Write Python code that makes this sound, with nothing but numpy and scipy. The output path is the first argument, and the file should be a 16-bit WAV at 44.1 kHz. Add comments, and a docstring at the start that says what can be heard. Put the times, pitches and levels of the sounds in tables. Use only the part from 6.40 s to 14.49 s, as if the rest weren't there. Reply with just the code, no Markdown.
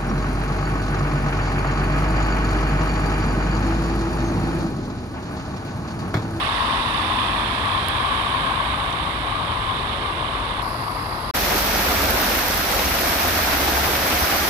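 """Two rainy streets, one cut: storm runoff heard through a hand-held phone with rain in its microphone ports.
On the road, bubbles and noise make a sheet of water; wet-port filters leave it hollow left, nasal right.
In the lane, a close torrent adds bright spray, large bubbles and slops, while a car's low sines idle and boom.
Raindrops ring the right port or plink in the water; rumble sits under both streets, far traffic on the road."""
import sys
import numpy as np
from scipy import signal
from scipy.fft import rfft, irfft, next_fast_len
from scipy.io import wavfile
from scipy.ndimage import uniform_filter1d, map_coordinates

SR = 44100
rng = np.random.default_rng(int(sys.argv[2]) if len(sys.argv) > 2 else 0)


def put_to_file(sound):
    """Save the sound as 16-bit audio at rate SR, in the file named by the first command-line argument."""
    columns = np.atleast_2d(sound).T  # one column per channel
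    safe = np.clip(columns, -1, 1)
    whole_steps = np.round(safe * 32767)
    wavfile.write(sys.argv[1], SR, whole_steps.astype(np.int16))


N = 356769
TIME = np.arange(N) / SR
SIZE = next_fast_len(N, real=True)
FREQ = np.maximum(np.arange(SIZE // 2 + 1) * SR / SIZE, 1)

ROAD_END_S, LANE_START_S = 4.912, 4.937
SOAK_S = 4.221  # a drop settles in the right port
CUTOFF_HZ = 15600
LANE_RUMBLE_DB = -33.5
SLOP_ATTACK_SHARE = 0.6  # attack spread as a share of the fade spread
FIRING_HZ, FIRING_DB, FIRING_FADE_DB_PER_S = 45.8, -34, 3  # level at the start of the lane
DRONE_HZ, DRONE_DB, DRONE_FADE_DB_PER_S = 197.4, -40, 2  # level at the start of the lane
IDLE_END_S, IDLE_RELEASE_S = 6.6, 0.15
HUM_RISE_PER_S = 0.05  # exponential pitch rise, share per second
PATTER_PER_S, PATTER_DB, PATTER_SPREAD_DB, PATTER_HZ = 34, -19, 3.3, 12700  # level of the softest
SPLATTER_DB, SPLATTER_S = -18, 0.0005  # level against the hit

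# Every "spread" below is the standard deviation of a bell-shaped rise and fall, in time or octaves.
# Spectrum levels are relative: trims and level curves follow.

# Colour of the rush through the left port: (frequency [Hz], level per Hz [dB])
LEFT_PORT_COLOUR = [(170.0, -60.5), (260.0, -59.3), (340, -60), (470.0, -63.8), (850.0, -54.6),
                    (960.0, -50.8), (1085.0, -45.4), (1220.0, -51.2), (1380.0, -58.3), (2000.0, -72.5),
                    (3000.0, -85.4), (4000.0, -105.7), (6500.0, -121.0), (11000.0, -109.7),
                    (15000.0, -117.1)]
# Colour of the rush through the right port: (frequency [Hz], level per Hz [dB])
RIGHT_PORT_COLOUR = [(170.0, -63), (260.0, -57.5), (345, -60.5), (500.0, -64.5), (680.0, -64),
                     (800.0, -62.5), (1250.0, -63.5), (1550.0, -58), (2800.0, -61.5), (3600.0, -57),
                     (4400.0, -69.5), (6400.0, -88.5), (8500.0, -80.5), (10200.0, -77), (13500.0, -100),
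                     (15000.0, -104)]
# Colour of the right port once a drop has settled in it: (frequency [Hz], level per Hz [dB])
SOAKED_PORT_COLOUR = [(170.0, -60.7), (480.0, -65.6), (1250.0, -66.2), (1500.0, -62.6), (2300.0, -66.9),
                      (3100.0, -71.8), (3600.0, -70.3), (4450.0, -69.5), (4830.0, -66.3), (5370.0, -80.5),
                      (6600.0, -89.2), (9700.0, -81.9), (11100.0, -73.7), (14000.0, -96.5)]
# Colour of the torrent: (frequency [Hz], left level per Hz [dB], right level per Hz [dB])
TORRENT_COLOUR = [(150.0, -58, -57), (198, -55.5, -55), (290, -55, -54.5), (453, -56, -58.5),
                  (700.0, -53.5, -54.5), (1100.0, -56.5, -57), (1580, -56.5, -55), (2930, -61.5, -62.5),
                  (5760, -63, -64), (7270, -73, -72), (10060, -74.5, -70.5), (12030, -74, -60),
                  (14900, -82, -63.5), (15600.0, -88, -71)]
# How alike the ports hear the road: (frequency [Hz], likeness [0-1], lead of the left [rad])
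ROAD_PORT_LIKENESS = [(50.0, 0.97, -0.5), (250.0, 0.99, -0.1), (480.0, 0.83, -0.0), (720.0, 0.9, -0.2),
                      (980.0, 0.69, -0.5), (1200.0, 0.53, -1.9), (1420.0, 0.53, -2.9), (1900.0, 0.45, -1.8),
                      (3000.0, 0.39, -1.8), (4000.0, 0.07, -0.5)]
# How alike the ports hear the lane: (frequency [Hz], likeness [0-1], lead of the left [rad])
LANE_PORT_LIKENESS = [(50.0, 0.98, -0.4), (130.0, 0.88, -0.2), (250.0, 0.96, -0.1), (450.0, 0.68, -0.4),
                      (750.0, 0.65, -0.8), (1050.0, 0.18, -1.1), (1700.0, 0.21, 1.3), (2450.0, 0.31, 0.1),
                      (3100.0, 0.02, -3.1)]
# Level of the runoff as the phone turns up the road, before shading: (time [s], level [dB])
FACING_LEVEL = [(0, 2), (1.9, 1), (2.8, -2), (4.9, -3.5)]
# Lift or dip of the nearest ripples' hiss band: (time [s], level [dB])
RIPPLE_HISS_LEVEL = [(0, 4.5), (2.2, -1), (3.6, 1.5), (4.3, 1.5)]
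# Close reflection, sliding later overall as the phone turns: (time [s], delay [ms], strength [share])
CLOSE_ECHO = [(0, 1.1, 0.18), (.5, 1.08, 0.24), (1.15, 1.2, 0.18), (2.2, 1.33, 0.16), (3.4, 1.33, 0.1),
              (4.9, 1.5, .15)]
# Gurgles in the wet ports, as lifts or dips of a band:
# (time [s], spread [s], centre [Hz], spread [octaves], left change [dB], right change [dB])
PORT_GURGLES = [(.27, .1, 910, 0.15, 3, 5), (0.787, 0.096, 1020, 0.12, 2.5, 5),
                (0.817, 0.025, 3380, .15, 0, 3), (1.29, 0.027, 1100, .12, 3, 4),
                (1.45, 0.045, 1080, .15, -5.5, 0), (1.7, 0.12, 1110, 0.098, 2.5, 2),
                (1.805, 0.22, 3300, 0.082, 0, 1), (2.19, 0.18, 1080, 0.11, 2.5, 3),
                (2.16, 0.11, 1560, .08, 5, 3), (2.792, .05, 1080, .15, -4, -1),
                (3.01, 0.06, 1190, 0.09, 4.5, 0), (3.26, 0.12, 1060, 0.061, 3.5, 2),
                (3.53, 0.019, 3500, .2, 0, 3), (3.75, 0.016, 1080, 0.22, -6, 0),
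                (4.05, .13, 3300, 0.2, 0, -1.5)]
# Slow surges and a lull of the torrent: (time [s], spread [s], body change [dB], spray change [dB])
TORRENT_SURGES = [(5.7, 0.19, 1, 0), (6.24, 0.14, -1, -0.9), (7.35, 0.29, 0.5, 0), (7.85, 0.092, 0, 0.5)]
# Water that slops over and splashes:
# (time [s], fade spread [s], centre [Hz], spread [octaves], level [dB], left over right [dB])
SLOP_EVENTS = [(5.122, .012, 620, 0.6, -22, 6), (5.15, .012, 330, .4, -26, -2),
               (5.35, .008, 5600, 0.22, -30, 0), (5.633, 0.0087, 700, .3, -24, 0),
               (5.665, .01, 300, 0.25, -32, 0), (5.746, 0.0091, 328, 0.43, -26.5, -2),
               (6.455, 0.009, 5700, .2, -29, -3), (6.47, .014, 290, .5, -30, 0),
               (6.72, .008, 250, .3, -30, 0), (7.22, .01, 500, 0.16, -30, 0),
               (7.278, 0.012, 755, 0.17, -26, -6), (7.28, .02, 3000, .9, -27.5, 0),
               (7.285, 0.018, 280, .45, -29, 2), (7.495, 0.013, 420, .3, -26.5, 0),
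               (7.663, .007, 850, .6, -26, 0), (7.71, .012, 290, 0.52, -27, 0),
               (7.84, .01, 5100, .25, -31, -5), (7.915, .012, 1900, .7, -28, 0),
               (7.935, 0.013, 720, 0.33, -25, -2)]
# The heaviest raindrops on the right port: (time [s], hit level [dB], ring [Hz])
HEAVY_DROPS = [(1.485, -6.5, 11000), (2.3825, -28, 10600), (4.2213, -24.5, 11100), (5.2643, -7.5, 13260),
               (5.3838, -5, 12200), (5.6185, -7.5, 12600), (5.7071, -1.5, 12400), (5.8157, -3.5, 14300),
               (5.8563, -6.5, 13700), (5.9912, -6, 14300), (6.0835, 1.5, 13500), (6.1766, -3.5, 13900),
               (6.6124, -6, 11700), (6.8802, -5.5, 12600), (7.0371, -4.5, 14400), (7.4533, -7.5, 12200),
               (7.7904, -5.5, 13400)]
# Drops that plink in the water:
# (time [s], level [dB], pitch at the start [Hz], cycles to fade 60 dB, left over right [dB])
PLINK_EVENTS = [(2.5268, -44, 5850, 110, -24), (6.334, -22, 1300, 90, -9), (6.395, -17, 3850, 42, 6)]
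# Exhaust booms as the car pulls through the water: (time [s], spread [s], pitch [Hz], level [dB])
EXHAUST_BOOMS = [(5.6, .14, 65.5, -32), (5.67, 0.064, 91.4, -36), (6.55, 0.11, 64, -32),
                 (6.9, .12, 84, -34), (7.28, 0.26, 68.3, -31), (7.75, 0.2, 79.1, -38), (7.8, .1, 64.5, -33)]
# Colour of the road's rumble: (frequency [Hz], level per Hz [dB])
ROAD_RUMBLE_COLOUR = [(20, -30), (27, -22), (34, -12), (42, -4.5), (50, -1), (65, -4.5), (85, -5),
                      (105, -3.5), (135, -9), (175, -15)]
# Level of the road's rumble, before shading by the port balance: (time [s], level [dB])
ROAD_RUMBLE_LEVEL = [(0, -33.5), (1.6, -32), (2.1, -34), (3.2, -32), (3.7, -33.5), (4.9, -35)]
# Colour of the lane's rumble: (frequency [Hz], level per Hz [dB])
LANE_RUMBLE_COLOUR = [(20, -30), (27, -19), (35, -7), (45, -8.5), (54, -6), (68, -2.5), (85, -4.5),
                      (115, -12), (135, -10), (175, -17.5)]
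# Engines far up the road: (time [s], spread [s], pitch at that time [Hz], level [dB])
FAR_ENGINES = [(0.447, .4, 246, -42), (0.747, 0.24, 317.4, -41.5), (1.048, 0.34, 198, -43.5),
               (1.0, .3, 91.9, -40), (2.32, 0.077, 62.4, -35), (2.047, 0.17, 139.7, -44),
               (2.552, 0.27, 160, -42.5), (2.677, 0.073, 54, -33), (3.2, 0.22, 115.1, -41),
               (4.098, .15, 50, -38), (4.701, .2, 123.5, -41.5)]


def road(left_db, left_shelter, soaked_db, bass_shade, treble_shade, hiss_hz):
    """A sheet of runoff, heard through ports that ring with the water in them."""
    facing_db, = in_time(FACING_LEVEL)
    hiss_db, = in_time(RIPPLE_HISS_LEVEL)
    rumble_db, = in_time(ROAD_RUMBLE_LEVEL)
    water = running_water(grain_share=0.16, flutter_db=0.1, per_s=2100)
    left, right = at_ports(water, ROAD_PORT_LIKENESS)

    right = reflected(right, dull_hz=4630)
    hiss = colour(right, bell(hiss_hz, octaves=0.19))
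    right = right + hiss * (from_db(hiss_db) - 1)

    left = splashing(left, [1000, 1090, 1170], per_s=9, fade_s=0.035, depth=0.55, octaves=0.035)
    right = splashing(right, [2200, 3100, 3700], per_s=20, fade_s=0.009, depth=0.6, octaves=0.12)

    left = colour(left, from_db(left_db + in_frequency(LEFT_PORT_COLOUR)[0]))
    left = left * from_db(-left_shelter * facing_db)  # the turn matters less on this side
    left = gurgled(left, port=0)
    right = gurgled(right, port=1)
    damp = colour(right, from_db(in_frequency(RIGHT_PORT_COLOUR)[0]))
    soaked = colour(right, from_db(in_frequency(SOAKED_PORT_COLOUR)[0]))
    right = np.where(TIME < SOAK_S, damp, from_db(soaked_db) * soaked)

    rush = colour(np.array([left, right]), above(102))
    # turning away from the water shades the short waves more than the long ones
    treble = colour(rush, above(940))
    bass = rush - treble
    rush = bass * from_db(bass_shade * facing_db) + treble * from_db(treble_shade * facing_db)

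    low = rumble(ROAD_RUMBLE_COLOUR, rumble_db, ROAD_PORT_LIKENESS, pan_db=1.0)
    tyres = far_tyres(s=3.76, spread_s=0.44, hz=463, octaves=0.55, level_db=-41)
    return rush + low + far_traffic() + tyres


def torrent(body_db, spray_db):
    """Deep floodwater close by: a churning body and a spray that follow slow surges and a lull."""
    for s, spread_s, body_change_db, spray_change_db in TORRENT_SURGES:
        surge = hump(s, spread_s)
        body_db = body_db + body_change_db * surge
        spray_db = spray_db + spray_change_db * surge
    water = at_ports(running_water(grain_share=0.24, flutter_db=0.4, per_s=2800), LANE_PORT_LIKENESS)
    water = colour(water, from_db(in_frequency(TORRENT_COLOUR)) * above(155))
    centres_hz = [520, 780, 1150, 1650, 2400]
    water = splashing(water, centres_hz, per_s=16, fade_s=0.01, depth=0.7, octaves=0.19)
    spray = colour(water, above(2300, order=4))
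    body = water - spray
    flow = body * from_db(body_db) + spray * from_db(spray_db)
    return flow + rumble(LANE_RUMBLE_COLOUR, LANE_RUMBLE_DB, LANE_PORT_LIKENESS, pan_db=1.5)


def running_water(grain_share, flutter_db, per_s):
    """Near bubbles over the smooth noise wash of far ones, fluttering in level; one stream for each port."""
    share = np.clip(grain_share, 0, 1)
    near = np.array([bubbles(per_s, cycles=14.0, spread_db=1.7, rise=0.078) for port in range(2)])
    far = rng.standard_normal((2, N))
    water = np.sqrt(share) * near + np.sqrt(1 - share) * far
    # the first factor brings the noise to unit power per Hz
    return np.sqrt(SR / 2) * water * from_db(flutter_db * drift(rate=17))


def bubbles(per_s, cycles, spread_db, rise, size=320):
    """Countless small bubbles, each a dying sine that rises in pitch and is taller the higher it starts."""
    when, place, luck, sign = rng.random((int(per_s * N / SR), 4)).T[..., None]
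    hz = 500 * 32 ** place
    size_db = spread_db * np.minimum(-np.log(1 - luck), 4)
    height = hz * from_db(size_db) * np.sign(sign - 0.5)
    rings = height * bubble_ring(hz, np.arange(size) / SR, cycles, rise)
    at = (when * N).astype(int) + np.arange(size)
    return rms_one(np.bincount(at.ravel(), rings.ravel(), N + size)[:N])


def bubble_ring(hz, age, cycles, rise):
    """One bubble: a sine that climbs in pitch and fades by 60 dB over the given cycles."""
    spent = age * hz / cycles
    return from_db(-60 * spent) * np.sin(2 * np.pi * hz * age * (1 + rise * spent))


def splashing(x, centres_hz, per_s, fade_s, depth, octaves):
    """Random small splashes lift one band or another at once and die away; each gain has unit mean power."""
    spectrum, out = rfft(x, SIZE), x
    for hz in centres_hz:
        starts = (rng.random(N) < per_s / SR) * rng.uniform(0.38, 1, N)
        fading = signal.lfilter([1], [1, -np.exp(-1 / (fade_s * SR))], starts + 1e-18)
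        lift = rms_one(1 + depth * fading)
        band = irfft(spectrum * bell(hz, octaves), SIZE)[..., :N]
        out = out + (lift - 1) * band
    return out


def gurgled(x, port):
    """Water shifts in a port: each gurgle briefly lifts or dips one narrow band of the rush."""
    spectrum, out = rfft(x, SIZE), x
    for s, spread_s, hz, octaves, *change_db in PORT_GURGLES:
        band = irfft(spectrum * bell(hz, octaves), SIZE)[:N]
        out = out + (from_db(change_db[port]) - 1) * hump(s, spread_s) * band
    return out


def reflected(x, dull_hz):
    """A short, dull echo adds comb ripples that slide as its delay changes with the turning phone."""
    delay_ms, strength = in_time(CLOSE_ECHO)
    late = map_coordinates(x, [np.arange(N) - delay_ms * SR / 1000], order=3)
    dull = colour(late, 1 - above(dull_hz))
    return (x + strength * dull) / np.sqrt(1 + strength ** 2)


def at_ports(streams, pair):
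    """Long waves reach both ports nearly alike; short ones differ, by a likeness and phase per frequency."""
    likeness, lead = in_frequency(pair)
    likeness = np.clip(likeness, 0, 1)
    left, other = streams
    shared = colour(left, likeness * np.exp(-1j * lead))
    own = colour(other, np.sqrt(1 - likeness ** 2))
    return np.array([left, shared + own])


def slops():
    """A wave folds over and frees a cloud of bubbles of like size: band noise, quick to rise, slower to die."""
    out = np.zeros((2, N))
    churn = rfft(at_ports(rng.standard_normal((2, N)), LANE_PORT_LIKENESS), SIZE)
    for s, fade_s, hz, octaves, db, pan_db in SLOP_EVENTS:
        shape = hump(s, fade_s * np.where(TIME < s, SLOP_ATTACK_SHARE, 1))
        cloud = irfft(churn * bell(hz, octaves), SIZE)[:, :N] * shape
        out += rms_one(cloud) * np.sqrt(np.mean(shape ** 2)) * panned(db, pan_db)
    return out


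def glugs(per_s, level_db, low_hz, high_hz, cycles, spread_db, rise, size=2400):
    """Single bubbles stand out of the torrent at random, each a dying sine that rises in pitch."""
    when, place, luck, side = rng.random((int(per_s * N / SR), 4)).T[..., None]
    hz = low_hz * (high_hz / low_hz) ** place
    height = from_db(level_db - spread_db * luck)
    rings = height * bubble_ring(hz, np.arange(size) / SR, cycles, rise)
    at = ((when * N).astype(int) + np.arange(size)).ravel()
    sides = [rings * (1 + way * (side - 0.5)) for way in (1, -1)]
    return np.array([np.bincount(at, x.ravel(), N + size)[:N] for x in sides])


def raindrops(ring_t60, cavity_hz, cavity_db, leak_db, splatter_db, splatter_s):
    """Each drop hits and splatters; it pings the right port and, more weakly, the cavity behind it."""
    out, age = np.zeros(N), TIME[:SR // 20]
    for s, db, hz in HEAVY_DROPS:
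        splatter = from_db(splatter_db) * rng.standard_normal(len(age)) * np.exp(-age / splatter_s)
        hit = from_db(db) * ((age == 0) + splatter)
        port = ring(hit, hz, ring_t60)
        cavity = from_db(cavity_db) * ring(hit, cavity_hz, ring_t60)
        at = round(s * SR)
        out[at:at + len(age)] += port + cavity
    return out * from_db([[leak_db], [0]])


def drizzle(per_s, level_db, spread_db, port_hz):
    """Fine droplets prickle at random on the right port, each a click that rings it."""
    sizes = from_db(level_db + spread_db * np.minimum(rng.exponential(1, N), 3))
    clicks = sizes * (rng.random(N) < per_s / SR)
    return ring(clicks, port_hz, t60=0.0012) * np.array([[0], [1]])


def ring(clicks, hz, t60):
    """A two-pole resonator: a unit click sets a sine of starting height 1 ringing."""
    r, w = from_db(-60 / (t60 * SR)), 2 * np.pi * hz / SR
    return signal.lfilter([0, np.sin(w)], [1, -2 * r * np.cos(w), r * r], clicks + 1e-18)


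def plinks(tick_db, tick_s, rise):
    """A drop meets the water with a thin noise tick while the bubble that it traps rings and rises."""
    out, age = np.zeros((2, N)), TIME[:SR // 8]
    for s, db, hz, cycles, pan_db in PLINK_EVENTS:
        bubble = bubble_ring(hz, age, cycles, rise)
        tick = from_db(tick_db) * rng.standard_normal(len(age)) * np.exp(-age / tick_s)
        at = round(s * SR)
        out[:, at:at + len(age)] += (bubble + tick) * panned(db, pan_db)
    return out


def car():
    """Only the lowest engine tones carry over the water: a fading idle and a boom at each pull."""
    elapsed = np.maximum(TIME - LANE_START_S, 0)
    firing = engine_tone(FIRING_HZ, FIRING_DB - FIRING_FADE_DB_PER_S * elapsed, waver=0.012)
    drone = engine_tone(DRONE_HZ, DRONE_DB - DRONE_FADE_DB_PER_S * elapsed, waver=0.0028)
    # the idle sinks under the water as the car moves off
    idling = 0.5 - 0.5 * np.tanh((TIME - IDLE_END_S) / IDLE_RELEASE_S)
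    booms = sum(engine_tone(hz, db, waver=0.012) * hump(s, spread_s)
                for s, spread_s, hz, db in EXHAUST_BOOMS)
    return (firing + drone) * idling + booms


def engine_tone(hz, level_db, waver):
    """One engine order: a sine whose pitch wavers slightly."""
    turns = np.cumsum(hz * (1 + waver * drift(rate=5.1))) / SR
    return np.sqrt(2) * from_db(level_db) * np.sin(2 * np.pi * turns)


def rumble(spectrum, level_db, pair, pan_db):
    """Traffic and churning water: deep noise evened out in level, nearly the same at both ports."""
    gain = from_db(in_frequency(spectrum)) * above(18) * (1 - above(187))
    low = at_ports(colour(rng.standard_normal((2, N)), gain), pair)
    swell = np.sqrt(uniform_filter1d(np.mean(low ** 2, axis=0), size=SR // 9))
    return from_db(level_db) * low / swell * panned(0, pan_db)


def far_traffic():
    """Faint, unsteady engine tones come and go up the road, rising as the cars gather speed."""
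    hums = 0
    for s, spread_s, hz, db in FAR_ENGINES:
        rising_hz = hz * np.exp(HUM_RISE_PER_S * (TIME - s))
        hums = hums + engine_tone(rising_hz, db, waver=0.0091) * hump(s, spread_s)
    return hums


def far_tyres(s, spread_s, hz, octaves, level_db):
    """A distant car's tyres: a dull wash of band noise that swells and fades."""
    wash = colour(at_ports(rng.standard_normal((2, N)), ROAD_PORT_LIKENESS), bell(hz, octaves))
    return from_db(level_db) * rms_one(wash) * hump(s, spread_s)


def from_db(db):
    """Decibels to gain."""
    return 10 ** (np.asarray(db) / 20)


def panned(db, pan_db):
    """Left and right gains around a level, set apart by the left-over-right balance."""
    return from_db([[db + pan_db / 2], [db - pan_db / 2]])


def rms_one(x):
    """Scale to unit power."""
    return x / np.sqrt(np.mean(x ** 2) + 1e-20)


def in_time(rows):
    """Each column of a curve table at every sample."""
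    s, *columns = np.transpose(rows)
    return [np.interp(TIME, s, c) for c in columns]


def in_frequency(rows):
    """Each column of a spectrum table at every frequency, joined along log frequency."""
    hz, *columns = np.transpose(rows)
    return np.array([np.interp(np.log(FREQ), np.log(hz), c) for c in columns])


def colour(x, gain):
    """Filter by a gain per frequency."""
    return irfft(rfft(x, SIZE) * gain, SIZE)[..., :N]


def above(hz, order=8):
    """Gain of a smooth high-pass; one minus it is the matching low-pass."""
    return 1 / (1 + (hz / FREQ) ** order)


def bell(hz, octaves):
    """Gain of a rounded band."""
    return np.exp(-0.5 * (np.log2(FREQ / hz) / octaves) ** 2)


def hump(s, spread_s):
    """A smooth rise and fall of height 1 around a moment."""
    return np.exp(-0.5 * ((TIME - s) / spread_s) ** 2)


def drift(rate):
    """Slow random wander with unit power, low-passed around a rate in Hz."""
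    return rms_one(colour(rng.standard_normal(N), 1 / (1 + (FREQ / rate) ** 2)))


def scene():
    """The road, a moment of silence at the cut, then the lane."""
    road_fade = np.clip((ROAD_END_S - TIME) / 0.002, 0, 1)
    lane_fade = np.clip((TIME - LANE_START_S) / 0.012, 0, 1)
    street = road(left_db=-1.17, left_shelter=0.12, soaked_db=2.5,
                  bass_shade=0.41, treble_shade=0.89, hiss_hz=5400)
    lane = torrent(body_db=0.0, spray_db=-0.16) + car() * from_db([[1.1], [-1.1]])
    lane = lane + glugs(per_s=45, level_db=-21.5, low_hz=650, high_hz=3200,
                        cycles=22, spread_db=9, rise=0.15)
    # rain striking the flood nearby: short, bright plips
    lane = lane + glugs(per_s=22, level_db=-20.5, low_hz=1800, high_hz=6000,
                        cycles=16, spread_db=9, rise=0.1)
    lane = lane + drizzle(PATTER_PER_S, PATTER_DB, PATTER_SPREAD_DB, PATTER_HZ)
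    drops = raindrops(ring_t60=0.0025, cavity_hz=4800, cavity_db=-12, leak_db=-46,
                      splatter_db=SPLATTER_DB, splatter_s=SPLATTER_S)
    streets = road_fade * street + lane_fade * lane
    return streets + slops() + drops + plinks(tick_db=-5, tick_s=0.001, rise=0.04)


def record(dry):
    """The tallest peaks overload, and the top is cut steeply."""
    clipped = np.clip(dry, -0.9, 0.9)
    return colour(clipped, 1 / (1 + (FREQ / CUTOFF_HZ) ** 400))


dry = scene()
out = record(dry)
put_to_file(out)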